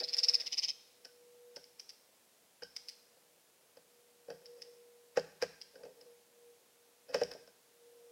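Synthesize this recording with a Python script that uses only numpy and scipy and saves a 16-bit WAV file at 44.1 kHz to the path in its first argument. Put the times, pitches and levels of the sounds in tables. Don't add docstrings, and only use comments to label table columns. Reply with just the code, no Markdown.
import sys
import numpy as np
from scipy import signal
from scipy.fft import rfft, irfft
from scipy.io import wavfile
from scipy.ndimage import uniform_filter1d

SR = 44100
rng = np.random.default_rng(int(sys.argv[2]) if len(sys.argv) > 2 else 0)


def wav_record(signal):
    frames = np.transpose(np.atleast_2d(signal))
    bounded = np.clip(frames, -1, 1)
    quanta = np.round(bounded * 32767).astype(np.int16)
    wavfile.write(sys.argv[1], SR, quanta)


N = 357651
TIME_S = np.arange(N) / SR
AGE_S = TIME_S[:int(.4 * SR)]
LIGHT_THUD_DB = -50

# (time [s], top of pitch arch [Hz], second harmonic [dB], length [s])
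NOTES = [(-0.012, 2370, -40, 0.025), (0.029, 2053, -37.5, 0.028), (0.075, 2204, -42, 0.033),
         (0.128, 2736, -33.5, 0.026), (0.179, 2660, -30, .024), (0.231, 2800, -28, .022),
         (0.281, 2670, -25.5, .024), (0.334, 2710, -27, .027), (0.395, 2606, -39.5, 0.03),
         (0.46, 2847, -39.5, .024), (0.52, 3100, -37, .026), (0.574, 2803, -32, 0.027),
         (0.624, 3100, -34.5, 0.032), (0.679, 3057, -35.5, 0.029)]
# (frequency [Hz], gain [dB])
RASP_HIGH = [(1000, -62), (3300, -36), (3900, -24.5), (4500, -11.5), (4850, -5.5), (5150, 4), (5500, -12.5),
             (5900, -19), (6800, -32.5), (10000, -48.5), (16000, -62.5)]
# (frequency [Hz], gain [dB])
RASP_LOW = [(100, -23), (800, -15.5), (1550, -30), (1950, -10), (2500, -4.5), (3150, -11), (3600, -2.5),
            (5000, -8), (9000, -29)]
# (frequency [Hz], gain [dB])
RASP_AIR = [(60, -13), (320, 4.5), (700, -7.5), (1000, 7.5), (1500, -13), (7000, -2), (10000, 3),
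            (13000, -12), (16000, -25)]
# (frequency [Hz], gain [dB])
PORT = [(1000, -52.5), (2200, -38.5), (3600, -29), (4400, -16), (4850, -5.5), (5150, -2.5), (5450, -3.5),
        (5900, -16.5), (6800, -30.5), (10000, -30), (16000, -42)]
WASH_AND_SCUFFS = [(0.0, 0.028, -46.5, -6.5), (0.05, 0.44, -64.5, 11), (4.27, 0.1, -56, -18),
                   (4.33, 0.49, -68.5, -9), (5.158, 0.047, -47, -10), (5.728, 0.21, -60, -22),
                   (5.92, 0.21, -66, -17), (7.081, 0.056, -51, -13.5), (7.129, 0.125, -50, -4),
                   (7.24, 0.21, -63.5, -11), (7.76, 0.45, -74, -19.5)]
# (frequency [Hz], gain [dB], t60 [s])
CASE_MODES = [(72, -40, 0.27), (95, -36.5, 0.12), (166, -27.5, 0.22), (194.6, -26.5, .24),
              (275.6, -20.5, 0.12), (300.5, -39, .07), (406, -19.5, 0.16), (483.7, -3.5, 0.099),
              (514.9, 3, 0.048), (567.3, -1.5, 0.045), (625.7, -10.5, 0.075), (706, -12, 0.061),
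              (789, -12.5, 0.042), (844, -9.5, 0.034), (980.4, -22, 0.025), (1262, -24, 0.067),
              (1474, -11.5, 0.021), (1594, -14.5, 0.069), (1680, -10, .035), (1857, -8.5, 0.031),
              (2070, -15, 0.012), (2573, -10, 0.038), (2710, -20.5, 0.024), (2944, -12, 0.02),
              (4050, -23, 0.011)]
# (time [s], first click [dB], catches [count])
NIBBLES = [(0.167, -29.5, 2), (1.048, -39, 2), (1.561, -35.5, 2), (1.641, -43.5, 1), (1.796, -35, 2),
           (1.892, -38, 4), (2.633, -34.5, 1), (2.7635, -29, 2), (2.885, -32.5, 3), (4.457, -42.5, 2),
           (4.619, -35.5, 2), (5.195, -35, 1), (5.417, -35, 1), (5.433, -34.5, 1), (5.614, -35, 2),
           (6.0117, -46, 1), (7.2338, -27, 1), (7.3126, -41, 1), (7.336, -42, 1)]
# (frequency [Hz], gain [dB])
DULL = [(100, -32), (700, -20), (1500, -20.5), (2000, -9.5), (2600, -7.5), (3150, -4.5), (3700, -7.5),
        (5000, -20.5), (9000, -39.5)]
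# (frequency [Hz], gain [dB])
EDGE = [(1000, -40), (4000, 11), (7000, -12), (15000, 18)]
# (time [s], thud [dB], hardness = snap re thud [dB], tray gain [dB])
KNOCKS = [(1.052, -61, 2, -60), (1.566, -52.5, -5, -63), (2.623, -48.5, -10, -50.5),
          (3.168, -69, -11, -87.5), (3.77, -58, -9.5, -72), (4.284, -47.5, -27.5, -84),
          (4.303, -46, -11.5, -61), (5.173, -26, -18, -59), (5.424, -31.5, -6.5, -57),
          (5.756, -55.5, -13, -65.5), (5.835, -51, -12.5, -72), (5.853, -51, -16, -85),
          (7.145, -30, -8.5, -51), (7.215, -29, -23, -57), (7.316, -51, 2, -64), (7.349, -50, -24.5, -79),
          (7.476, -61.5, -3.5, -72)]
# (frequency [Hz], gain [dB])
CRACK = [(40, -5), (200, 3.5), (900, 10.5), (1800, 11), (3500, 1), (6500, 0), (9000, -16), (15000, -21)]
# (centre [Hz], gain [dB], t60 [s])
TRAY_MODES = [(1550, 1, 0.18), (2530, -8, 0.073), (3100, -8.5, 0.15), (3950, -19.5, 0.17), (4840, 5, 0.081),
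              (5400, -7.5, 0.41)]
# (time [s], level before trim [dB])
HUM_ENVELOPE = [(0.0, -62), (0.36, -61), (0.42, -68.6), (0.75, -82.5), (1.17, -66.5), (1.5, -59.5),
                (1.86, -82.5), (2.31, -96), (2.85, -74.5), (3.75, -86.5), (3.96, -72.4), (4.38, -70),
                (4.5, -57.5), (4.92, -64), (5.64, -81.5), (6.12, -62), (6.27, -77), (6.45, -62),
                (6.51, -61), (6.63, -82), (6.84, -72.7), (7.62, -85.2), (7.83, -65.5), (8.1, -59.5)]
# (frequency [Hz], gain [dB])
AIR = [(18, -78), (30, -57.5), (49, -30.5), (164, -16.5), (213, -14), (324, -15), (432, -10), (467, -9),
       (505, -9), (561, -11), (709, -12.5), (1170, -18), (10500, -19.5), (15500, -23.5)]
# (frequency [Hz], gain [dB])
YARD = [(80, -7), (250, -11.5), (500, -25), (1000, -14.5), (2500, -12.5), (4200, -9.5), (5150, -18),
        (6200, -11), (8000, -7), (15000, -32.5)]


def undb(db):
    return 10 ** (np.asarray(db) / 20)


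def unit(x):
    return x / np.linalg.norm(x)


def level(x, db, span_s):
    return unit(x) * undb(db) * np.sqrt(span_s * SR)


def add(out, start_s, sound):
    i = max(int(start_s * SR), 0)
    out[i:i + len(sound)] += sound[:max(len(out) - i, 0)]


def colour(x, response, size=4096):
    hz, db = np.transpose(response)
    grid_hz = np.maximum(np.fft.rfftfreq(size, 1 / SR), 1)
    gain = undb(np.interp(np.log(grid_hz), np.log(hz), db))
    cepstrum = irfft(np.log(gain))
    cepstrum[1:size // 2] *= 2
    cepstrum[size // 2 + 1:] = 0
    return signal.fftconvolve(x, irfft(np.exp(rfft(cepstrum))))[:len(x)]


def chatter(arch=.22, flutter_hz=160, flutter_depth=.6, wobble=.056, jitter=.045, air_db=-32):
    out = np.zeros(N)
    for time_s, top_hz, high_db, length_s in NOTES:
        low_db = -47.5 + .22 * (high_db + 34) + 17 * np.log2(top_hz / 2700)
        start_s = max(time_s - length_s, 0)
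        progress = (start_s + AGE_S - time_s) / length_s
        from_top = np.clip((progress - .4) * 2, -3, 3)
        swell = np.exp(-np.abs(from_top / np.where(from_top < 0, .58, .95)) ** 1.73)
        rate_hz = flutter_hz * (1 + .11 * rng.standard_normal())
        flutter = np.cos(np.pi * rate_hz * from_top * length_s)
        pitch_noise, high_noise, low_noise, air_noise = rng.standard_normal((4, len(AGE_S)))
        tremor = 6 * uniform_filter1d(pitch_noise, size=36)
        hz = top_hz * (1 - arch * np.minimum(from_top ** 2, 1.2) + wobble * flutter + jitter * tremor)
        phase = 2 * np.pi * np.cumsum(hz) / SR
        push = swell * (1 + flutter_depth * flutter)
        breath = np.sqrt(swell) * (1 + flutter_depth * flutter / 2)
        harmonic = unit(colour(push * np.sin(2 * phase), PORT))
        upper = harmonic + unit(colour(push * high_noise, RASP_HIGH))
        clarity = min((top_hz / 3100) ** 6, 1.3)
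        lower = clarity * unit(push * np.sin(phase)) + .98 * unit(colour(breath * low_noise, RASP_LOW))
        hiss = undb(air_db) * unit(colour(breath * air_noise, RASP_AIR))
        note = undb(high_db) * (unit(upper) + hiss) + undb(low_db) * unit(lower)
        add(out, start_s, note * np.sqrt(length_s * SR))
    return out


def grit(samples, rate_hz=1200, spread_db=3.5):
    hits = rng.random(samples) < rate_hz / SR
    noise, size = rng.standard_normal((2, samples))
    return hits * np.sign(noise) * undb(spread_db * size) + 1e-4 * noise


def case(force, scatter_db=.5, detuning=.00656, sway_below_hz=350, walls_above_hz=1100):
    hz, db, t60_s = np.transpose(CASE_MODES)[:, :, None]
    weight, detune, phase = rng.standard_normal((3, len(CASE_MODES), 1))
    decay = undb(db - scatter_db * weight - 60 * AGE_S / t60_s)
    modes = decay * np.sin(2 * np.pi * hz * (1 + detuning * detune) * AGE_S + phase / 2)
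    group = np.digitize(hz[:, 0], [sway_below_hz, walls_above_hz])
    sway, body, walls = (modes[group == k].sum(0) for k in range(3))
    body_rise = 1 - np.exp(-(AGE_S / .0032) ** 2)
    wall_rise = 1 - np.exp(-AGE_S / .000396)
    highpass = signal.butter(2, sway_below_hz, "high", fs=SR, output="sos")
    rings = sway * body_rise, signal.sosfilt(highpass, body * body_rise), walls * wall_rise
    return [signal.fftconvolve(force, ring)[:len(force)] for ring in rings]


def wall_level_db(thud_db, hardness_db):
    return thud_db - 7 + .62 * hardness_db + .13 * (thud_db - LIGHT_THUD_DB)


def wash_and_scuffs(sway_re_rumble_db=-19):
    out = np.zeros(N)
    age_s = TIME_S[:SR // 2]
    for time_s, length_s, rumble_db, hardness_db in WASH_AND_SCUFFS:
        progress = np.minimum(age_s / length_s, 1)
        envelope = np.sqrt(np.maximum(np.sin(np.pi * progress), 0))
        force = envelope * grit(len(age_s))
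        sway, body, walls = case(force)
        parts = [(sway, rumble_db + sway_re_rumble_db), (body, rumble_db),
                 (walls, wall_level_db(rumble_db, hardness_db)),
                 (colour(force, PORT), rumble_db + hardness_db)]
        add(out, time_s, sum(level(part, db, length_s) for part, db in parts))
    return out


def click(db, width_s=.001574, graze=.08, graze_s=.01194):
    lag_s = AGE_S - .012
    envelope = np.exp(-(lag_s / width_s) ** 2) + graze * np.exp(-np.abs(lag_s) / graze_s)
    force = rng.standard_normal(len(AGE_S)) * envelope
    ring = level(colour(force, PORT), db, span_s=.000513)
    dull = level(colour(force, DULL), db - 15.5, span_s=.0013)
    edge = level(colour(force, EDGE), db - 32, span_s=.00078)
    return ring + dull + edge


def nibbles(gap_s=.005, step_db=-2.36, unevenness=.08):
    out = np.zeros(N)
    for time_s, first_db, catches in NIBBLES:
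        for k in range(round(catches)):
            delay_s = k * gap_s * (1 + unevenness * rng.standard_normal())
            add(out, time_s + delay_s - .0105, click(first_db + k * step_db))
    return out


def lead_in(db, build_s=.006):
    noise = rng.standard_normal(len(AGE_S)) * np.exp(-AGE_S[::-1] / build_s)
    return level(colour(noise, CRACK), db, build_s)


def contact(decay_s, rattle, rise_s=.000904):
    noise = rng.standard_normal(len(AGE_S))
    rise = 1 - np.exp(-(AGE_S / rise_s) ** 2)
    force = rattle * unit(noise * rise * np.exp(-AGE_S / decay_s))
    force[int(rise_s * SR)] += 1
    return force


def rebound(force, delay_s=.012, gain_db=-15):
    return force + undb(gain_db) * np.interp(AGE_S - delay_s, AGE_S, force, left=0)


def tray(spread=.03, count=12, scatter_db=2):
    out = 0
    for hz, db, t60_s in TRAY_MODES:
        detune, phase = rng.standard_normal((2, count, 1))
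        modes = np.sin(2 * np.pi * (hz * (1 + spread * detune) * AGE_S + phase))
        decay = undb(db + scatter_db * rng.standard_normal() - 60 * AGE_S / t60_s)
        out = out + decay * modes.sum(0) / np.sqrt(count)
    return out


def knocks():
    out = np.zeros(N)
    for time_s, thud_db, hardness_db, tray_db in KNOCKS:
        snap_db = thud_db + hardness_db
        clack_db = wall_level_db(thud_db, hardness_db)
        sway_db = -70 + .76 * (thud_db - LIGHT_THUD_DB)
        sway, body, walls = case(contact(decay_s=.005, rattle=.45))
        snap = colour(rebound(contact(decay_s=.0016, rattle=10)), PORT)
        crack = colour(rebound(contact(decay_s=.013, rattle=1.7)), CRACK)
        edge = colour(rebound(contact(decay_s=.002, rattle=1.5)), EDGE)
        shell = level(sway, sway_db, .04) + level(body, thud_db, .02) + level(walls, clack_db, .01)
        bite = level(snap, snap_db, .01) + level(edge, snap_db - 13, .003)
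        bite += level(crack, clack_db - 3, .02)
        add(out, time_s - .001, shell + bite + undb(tray_db) * tray())
        add(out, time_s - AGE_S[-1], lead_in(clack_db - 4))
    return out


def yard(x, t60_s=.67, build_s=.0021):
    age_s = TIME_S[:SR]
    envelope = undb(-60 * age_s / t60_s) * (1 - np.exp(-age_s / build_s))
    impulse_response = unit(rng.standard_normal(SR) * envelope)
    return colour(signal.fftconvolve(x, impulse_response)[:N], YARD)


def hum(start_hz=486.2, sag_hz_per_s=1.45, trim_db=.5):
    hz = start_hz - sag_hz_per_s * TIME_S
    rms_db = trim_db + np.interp(TIME_S, *np.transpose(HUM_ENVELOPE))
    return np.sqrt(2) * undb(rms_db) * np.sin(2 * np.pi * np.cumsum(hz) / SR)


def air(rms_db=-68):
    return level(colour(rng.standard_normal(N), AIR), rms_db, N / SR)


def scene(chatter_send_db=-3, click_send_db=5, shell_send_db=1):
    call, clicks, shell = chatter(), nibbles(), knocks() + wash_and_scuffs()
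    echo = yard(undb(chatter_send_db) * call + undb(click_send_db) * clicks + undb(shell_send_db) * shell)
    return (call + clicks + shell + echo + hum() + air())[None]


def record(dry, cutoff_hz=15800):
    return signal.sosfilt(signal.ellip(10, .2, 70, cutoff_hz, fs=SR, output="sos"), dry)


dry = scene()
out = record(dry)
wav_record(out)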